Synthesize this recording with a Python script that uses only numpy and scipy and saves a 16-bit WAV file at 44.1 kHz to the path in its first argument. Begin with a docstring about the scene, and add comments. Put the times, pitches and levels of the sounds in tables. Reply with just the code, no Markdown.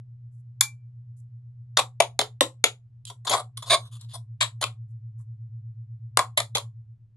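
"""Sieving flour and cocoa

A small kitchen, close to a steel mesh sieve tapped and shaken over a bowl, a little left of two microphones.
Each tap is a burst of wire-on-wire contacts that rings the basket and rim, then a rebound.
Between the runs of taps the mesh ticks and scrapes and powder slides; once the rim clinks.
The bowl rings along and the room answers. Underneath, a motor beats against the mains hum over a dull rumble."""
import sys
import numpy as np
from scipy import signal
from scipy.fft import rfft, irfft
from scipy.io import wavfile
from scipy.ndimage import uniform_filter1d, minimum_filter1d, map_coordinates

SR = 44100
rng = np.random.default_rng(int(sys.argv[2]) if len(sys.argv) > 2 else 0)


def bounce(signal):
    """Save signal as a 16-bit WAV file at the path given by the first command-line argument."""
    frames = np.transpose(np.atleast_2d(signal))
    limited = np.clip(frames, -1, 1)
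    pcm = np.round(limited * 32767).astype(np.int16)
    wavfile.write(sys.argv[1], SR, pcm)


N = 315756
TIME = np.arange(N) / SR
HIT_SIZE = SR // 3   # samples given to one contact sound
OPPOSED = np.array([[1], [-1]])   # signs of a side signal at the left and right microphone


def from_db(db):
    """Amplitude factor of a level in dB."""
    return 10 ** (np.asarray(db) / 20)


def rms_one(x):
    """Scale to an rms of 1."""
    return x / np.sqrt(np.mean(x ** 2) + 1e-20)


def add(out, s, sound):
    """Mix a stereo sound in at time s."""
    at = int(s * SR)
    out[:, at:at + sound.shape[1]] += sound[:, :N - at]


def band(x, low_hz, high_hz, order=2):
    """Keep the frequencies from low_hz to high_hz."""
    return signal.sosfilt(signal.butter(order, [low_hz, high_hz], "band", fs=SR, output="sos"), x)


def high_pass(x, hz):
    """Take away the weight below hz."""
    return signal.sosfilt(signal.butter(4, hz, "high", fs=SR, output="sos"), x)


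def resonate(x, hz, width_hz):
    """One damped resonance, with a gain of 1 on top."""
    r = np.exp(-np.pi * width_hz / SR)
    feedforward = np.array([1, 0, -1]) * (1 - r * r) / 2
    feedback = [1, -2 * r * np.cos(2 * np.pi * hz / SR), r * r]
    return signal.lfilter(feedforward, feedback, x + 1e-18)


def pan(left_db):
    """Gains of the two microphones, left over right by left_db."""
    return from_db(left_db * OPPOSED / 2)


# Common level of the hum's mains and motor tones. Each row: time in seconds, gain in dB.
HUM_GAIN = [(0, 0), (1.7, .5), (2.8, -7), (3.8, 0), (6.05, 0), (6.3, -4), (6.65, 0), (7.15, -15)]
# Faint steady tones of the motor. Each row: frequency in Hz, peak level in dB.
FAINT_MOTOR_TONES = [(25.6, -81), (74.7, -72), (205, -77)]
MAINS_HZ, MOTOR_HZ = 120.08, 111.985
# peak levels before the common gain; the motor swells once from quiet to loud
MAINS_DB, MOTOR_QUIET_DB, MOTOR_LOUD_DB = -41, -51, -37.5
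SWELL_START_S, SWELL_END_S = 1.9, 4.7


def hum():
    """Two close tones beat eight times a second, more deeply once the motor has swelled."""
    gain_db = np.interp(TIME, *np.transpose(HUM_GAIN))
    motor_db = np.interp(TIME, [SWELL_START_S, SWELL_END_S], [MOTOR_QUIET_DB, MOTOR_LOUD_DB])
    beating = [(MAINS_HZ, MAINS_DB + gain_db), (MOTOR_HZ, motor_db + gain_db)]
    return sum(from_db(db) * np.cos(2 * np.pi * hz * TIME) for hz, db in beating + FAINT_MOTOR_TONES)


# Spectrum of the room rumble. Each row: frequency in Hz, relative density in dB.
RUMBLE_SPECTRUM = [(20, -8.5), (38, -3), (55, -13), (85, 1.5), (110, 15), (140, 2.5), (175, -12),
                   (250, -17.5), (450, -28.5), (1000, -36), (4000, -46), (14000, -57)]
RUMBLE_DB = -59   # rms


def rumble(side_db=-13):
    """Dull steady room noise, nearly the same at both microphones."""
    points_hz, points_db = np.transpose(RUMBLE_SPECTRUM)
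    hz = np.maximum(np.fft.rfftfreq(N, 1 / SR), 1)
    shape = from_db(np.interp(np.log(hz), np.log(points_hz), points_db))
    mid, side = irfft(rfft(rng.standard_normal((2, N))) * shape, N)
    return from_db(RUMBLE_DB) * rms_one(mid + from_db(side_db) * side * OPPOSED)


def contacts(per_s, spread_db):
    """Random wire-on-wire clicks of uneven size and either sign; rms 1."""
    sizes = from_db(spread_db * np.minimum(rng.exponential(1, HIT_SIZE), 4))
    signs = rng.choice([-1, 1], HIT_SIZE)
    touching = rng.random(HIT_SIZE) < per_s / SR
    return rms_one(sizes * signs * touching)


def stroke(length_s, edge_s=0.0072, slips_per_s=8000, catch_per_s=110, catch_db=1.74):
    """A dense stream of slips starts, holds for length_s and dies; it catches and lets go unevenly."""
    t = TIME[:HIT_SIZE]
    catches_db = catch_db * np.interp(t * catch_per_s, np.arange(64), rng.standard_normal(64))
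    start = 1 - np.exp(-t / edge_s)
    end = np.exp(-np.maximum(t - length_s, 0) / edge_s)
    return start * end * from_db(catches_db) * contacts(slips_per_s, spread_db=4.0)


# Powder sliding over the mesh. Each row: start in seconds, length in seconds, level in dB before the band filter.
POWDER_SLIDES = [(0.312, 0.096, -74.5), (1.163, .042, -63), (4.88, .04, -76.5), (5.18, 0.0402, -63)]
SLIDE_LOW_HZ, SLIDE_HIGH_HZ = 6540, 11000


def slides():
    """Sliding powder makes a faint high hiss: two independent streams of slips, one per microphone."""
    out = np.zeros((2, N))
    for s, length_s, db in POWDER_SLIDES:
        slips = np.array([stroke(length_s), stroke(length_s)])
        add(out, s, from_db(db) * band(slips, SLIDE_LOW_HZ, SLIDE_HIGH_HZ))
    return out


# Resonances of the bowl. Each row: frequency in Hz, width in Hz, gain in dB.
BOWL_MODES = [(594, 59, -4), (684, 13, -3), (964, 31, -0.5), (1071.7, 14, -1), (1200, 18, -2)]


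def bowl(x):
    """The bowl under the sieve rings along in its narrow modes."""
    return sum(from_db(db) * resonate(x, hz, width_hz) for hz, width_hz, db in BOWL_MODES)


# Kitchen reverberation. Each row: frequency in Hz, time to fall 60 dB in seconds,
# level in dB against the direct sound.
KITCHEN_DECAY = [(300, 0.11, -10), (806.3, 0.16, -11.5), (1800, 0.1, -13.5), (3500, 0.092, -12),
                 (8000, .15, -16), (13000, 0.1, -15.5)]


def kitchen(x, build_s=0.018, alike_hz=1300):
    """Dense reflections from bowl and walls die band by band, alike at both microphones in the bass."""
    t, response = TIME[:SR // 2], 0
    points_hz, t60s, levels_db = np.transpose(KITCHEN_DECAY)
    edges_hz = np.geomspace(150, 15000, 11)
    for low_hz, high_hz in zip(edges_hz, edges_hz[1:]):
        hz = np.sqrt(low_hz * high_hz)
        t60 = np.interp(np.log(hz), np.log(points_hz), t60s)
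        db = np.interp(np.log(hz), np.log(points_hz), levels_db)
        shape = from_db(-60 * t / t60) * (1 - np.exp(-(t / build_s) ** 2))
        mid, side = rng.standard_normal((2, len(t))) * shape / np.sqrt(2 * np.sum(shape ** 2))
        alike = 1 / (1 + (hz / alike_hz) ** 2)
        stereo = np.sqrt(1 + alike) * mid + np.sqrt(1 - alike) * side * OPPOSED
        response = response + from_db(db) * band(stereo, low_hz, high_hz)
    return signal.fftconvolve(x, response, axes=1)[:, :N]


# Resonances of the sieve, from the soft thump of the whole up to single wires.
# Each row: frequency in Hz, width in Hz, relative level in dB.
SIEVE_MODES = [(329, 100, -6.5), (438.7, 47, -3.5), (526, 56, -3.5), (635, 69, -5.5), (716.6, 93, -1),
               (810, 97, -10), (1069, 80, -3), (1050, 98, -5.5), (1285, 470, -10), (1709, 370, -6.5),
               (2230, 320, -5), (2620, 1300, -6), (3430, 220, -4.5), (3805, 410, -5.5), (3990, 600, -9),
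               (5580, 650, -11.5), (7320, 370, -5), (8550, 2000, -3.5), (10070, 470, -6)]


def sieve(force, levels_db, span_s, detune=0.049, uneven_db=2.5, apart=0.82, apart_hz=3000):
    """A force rings the sieve; levels_db sets how strong each mode is over the first span_s."""
    mid, side = np.zeros((2, HIT_SIZE))
    for (hz, width_hz, db), touch_db in zip(SIEVE_MODES, levels_db):
        # grip and load shift the modes a little from blow to blow
        shift, strength, aim = rng.standard_normal(3)
        mode = resonate(force, hz * np.exp(detune * shift), width_hz)
        mode = band(mode, hz * 2 / 3, hz * 3 / 2)
        mode_rms = np.sqrt(np.mean(mode[:int(span_s * SR)] ** 2) + 1e-20)
        mode = from_db(touch_db + db + uneven_db * strength) * mode / mode_rms
        # short waves reach the two microphones in unlike phase
        turn = apart * aim * min(hz / apart_hz, 1)
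        mid = mid + np.cos(turn) * mode
        side = side + np.sin(turn) * mode
    return mid + np.imag(signal.hilbert(side)) * OPPOSED


# Where the registers lie, in Hz: the basket below the first, the rim at the second, single wires at the third.
REGISTERS = [1200, 3500, 8500]
# Lowest and highest bending mode of the wire frame, in Hz.
FRAME_RANGE = [1500, 3000]
# the basket's modes fall off either side of the body pitch (dB per octave)
BELOW_BODY_DB, ABOVE_BODY_DB = 14, 2.5


def touch(db, body_hz, body_db, treble_db, firm_db=-23, frame_slope=0.44):
    """Level of each mode for one contact: the basket peaks at the body pitch, the wires follow treble_db."""
    hz = np.array(SIEVE_MODES)[:, 0]
    octaves = np.log2(hz / body_hz)
    basket_db = body_db + np.minimum(BELOW_BODY_DB * octaves, -ABOVE_BODY_DB * octaves)
    basket_share = np.interp(np.log(hz), np.log(REGISTERS), [0.96, 0.0042, 0.068])
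    wire_share = np.interp(np.log(hz), np.log(REGISTERS), [0.023, 0.00022, 1])
    # the stiff frame answers mostly to firm blows
    in_frame = (FRAME_RANGE[0] < hz) & (hz < FRAME_RANGE[1])
    frame_db = in_frame * frame_slope * (db - firm_db)
    return db + basket_share * basket_db + wire_share * treble_db + frame_db


def blow(s, decay_s, levels_db, rattle_per_s=14000, buzz_db=-21, buzz_s=0.021, rise_share=.18):
    """Contacts swell to a burst, then the loose mesh buzzes on briefly; gives (start s, sound)."""
    lead_s = .004
    t = TIME[:HIT_SIZE] - lead_s
    after = np.maximum(t, 0)
    rise = (1 + np.tanh(t / (rise_share * decay_s))) / 2
    burst = np.exp(-after / decay_s)
    buzz = from_db(buzz_db) * np.exp(-after / buzz_s)
    force = rise * (burst + buzz) * contacts(rattle_per_s, spread_db=2.5)
    return s - lead_s, sieve(force, levels_db, span_s=.012)


CLINK_S = .609
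# the blow that sets the rim ringing, level before the common sieve level
CLINK_HIT_DB, CLINK_DECAY_S, CLINK_LEFT_DB = -16, 0.0022, 1.5


def clink_hit(thin_hz=950):
    """The rim meets something hard: a thin, bright tick with little weight."""
    out = np.zeros((2, N))
    levels_db = touch(CLINK_HIT_DB, body_hz=1400, body_db=-12.5, treble_db=7, firm_db=-12.5)
    add(out, *blow(CLINK_S, CLINK_DECAY_S, levels_db, buzz_db=-27.5))
    return pan(CLINK_LEFT_DB) * high_pass(out, thin_hz)


# Free modes of the rim, in Hz.
RIM_MODES = [834, 1513, 2340, 2346, 3321, 3415, 4436, 5714, 7110, 8610]
# Their ring after the clink, in the same order.
# Each row: level in dB against the ring level, time to fall 60 dB in seconds.
RIM_RING = [(-6.5, .19), (-10.5, .17), (4.5, 0.24), (6, 0.22), (-2.5, .13), (-3.5, .13), (3.5, .15),
            (-2, .16), (1.5, .15), (-3, .15)]
RING_DB = -34.5


def clink():
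    """Struck, the rim rings freely; its split pair of modes starts opposed, so that note swells."""
    out, t = np.zeros((2, N)), TIME[:SR // 2]
    ring = 0
    for k, (hz, (db, t60)) in enumerate(zip(RIM_MODES, RIM_RING)):
        decay = from_db(RING_DB + db - 60 * t / t60)
        ring = ring + (-1) ** k * decay * np.sin(2 * np.pi * hz * t)
    add(out, CLINK_S, np.array([ring, ring]))
    return out


# Firm taps; where one lands sets the pitch and weight of the basket's answer.
# Each row: time in seconds, rattle decay in seconds, level in dB before the common sieve level, body pitch in Hz,
# body in dB against the level, rebound delay in seconds, rebound in dB against the tap.
FIRM_TAPS = [(1.771, 0.0057, -17.5, 807, -6, 0.023, -4), (2.002, .0034, -17.5, 644, 1, 0.019, -12),
             (2.191, 0.00088, -19.5, 540, -4, .022, -7.5), (2.4084, 0.0015, -12.5, 331, -7.5, .02, -24.5),
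             (2.6402, 0.002, -15, 431, -7.5, 0.019, -22), (4.409, 0.017, -22.5, 1155, -2, .019, -2.5),
             (4.624, 0.0076, -27, 800, -6.5, .015, 3), (6.172, 0.0017, -19, 881, 1.5, 0.019, -2.5),
             (6.374, 0.0076, -18.5, 800, -6.5, .027, -6), (6.5513, .0085, -25, 620, -6, 0.019, -2.5)]
REBOUND_DECAY_S, REBOUND_TREBLE_DB = 0.0021, -4


def taps(treble_db=-2.0):
    """The sieve is struck, springs back and lands again a moment later, more dully."""
    out = np.zeros((2, N))
    for s, decay_s, db, body_hz, body_db, rebound_s, rebound_db in FIRM_TAPS:
        tap_levels = touch(db, body_hz, body_db, treble_db)
        rebound_levels = touch(db + rebound_db, body_hz, body_db, REBOUND_TREBLE_DB)
        add(out, *blow(s, decay_s, tap_levels))
        add(out, *blow(s + rebound_s, REBOUND_DECAY_S, rebound_levels))
    return out


# Scrapes of the mesh. Each row: start in seconds, length in seconds, level in dB before the common sieve level,
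# body pitch in Hz, body in dB against the level.
MESH_SCRAPES = [(1.78, 0.015, -23, 742, 0.5), (3.062, 0.03, -43.5, 1100, -29.5),
                (3.304, 0.036, -26, 800, 1), (3.323, 0.028, -27.5, 680, 1), (3.351, 0.051, -34, 830, -0.5),
                (3.657, .04, -42, 990, -5), (3.695, 0.054, -19.5, 840, -1.5), (3.784, .09, -56, 990, -4),
                (3.911, 0.055, -53.5, 1200, -13), (3.99, 0.058, -55.5, 1200, -13),
                (4.086, 0.045, -53, 1200, -13.5), (4.132, 0.025, -39.5, 1230, -5),
                (5.184, .03, -86, 1100, 14)]


def scrapes(treble_db=-2.5):
    """Wires slip over one another for as long as the stroke lasts."""
    out = np.zeros((2, N))
    for s, length_s, db, body_hz, body_db in MESH_SCRAPES:
        levels_db = touch(db, body_hz, body_db, treble_db)
        add(out, s, sieve(stroke(length_s), levels_db, length_s))
    return out


# Light ticks of the shaken mesh. 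Each row: time in seconds, rattle decay in seconds,
# level in dB before the common sieve level, body pitch in Hz, body in dB against the level.
MESH_TICKS = [(3.0523, 0.0023, -40.5, 1200, -40), (3.099, 0.0072, -43, 892, -2),
              (3.25, 0.0071, -45, 900, 4), (3.27, 0.016, -32, 950, 1.5), (3.295, .008, -24, 450, -10),
              (3.5722, 0.005, -36, 1200, -14), (3.624, 0.012, -41.5, 1140, -1),
              (4.011, 0.0037, -47.5, 1200, -24), (4.613, 0.01, -31, 794, -6),
              (6.581, 0.0035, -33, 900, 0.5)]


def ticks(treble_db=1.5):
    """Light single blows as the sieve is shaken, without a rebound."""
    out = np.zeros((2, N))
    for s, decay_s, db, body_hz, body_db in MESH_TICKS:
        add(out, *blow(s, decay_s, touch(db, body_hz, body_db, treble_db)))
    return out


LEFT_DB = 1.5   # left microphone over right


def scene(lag_samples=1.0, sieve_db=-2.0):
    """A little to the left, the sieve reaches the right microphone a moment late and a little weaker."""
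    mesh = pan(LEFT_DB) * (taps() + ticks() + scrapes())
    left, right = from_db(sieve_db) * (mesh + clink_hit()) + slides()
    late_right = map_coordinates(right, [np.arange(N) - lag_samples], order=3)
    direct = np.array([left, late_right])
    ring = clink()
    return direct + ring + bowl(direct) + kitchen(direct + ring) + hum() + rumble()


CUTOFF_HZ = 16000


def record(dry):
    """The treble ends steeply; a fast limiter turns down peaks above full scale."""
    dull = signal.sosfilt(signal.cheby1(10, .3, 11900, fs=SR, output="sos"), dry)
    needed_gain = 1 / np.maximum(np.abs(dull), 1)
    gain = uniform_filter1d(minimum_filter1d(needed_gain, size=41), size=41)
    return signal.sosfilt(signal.butter(12, CUTOFF_HZ, fs=SR, output="sos"), gain * dull)


dry = scene()
out = record(dry)
bounce(out)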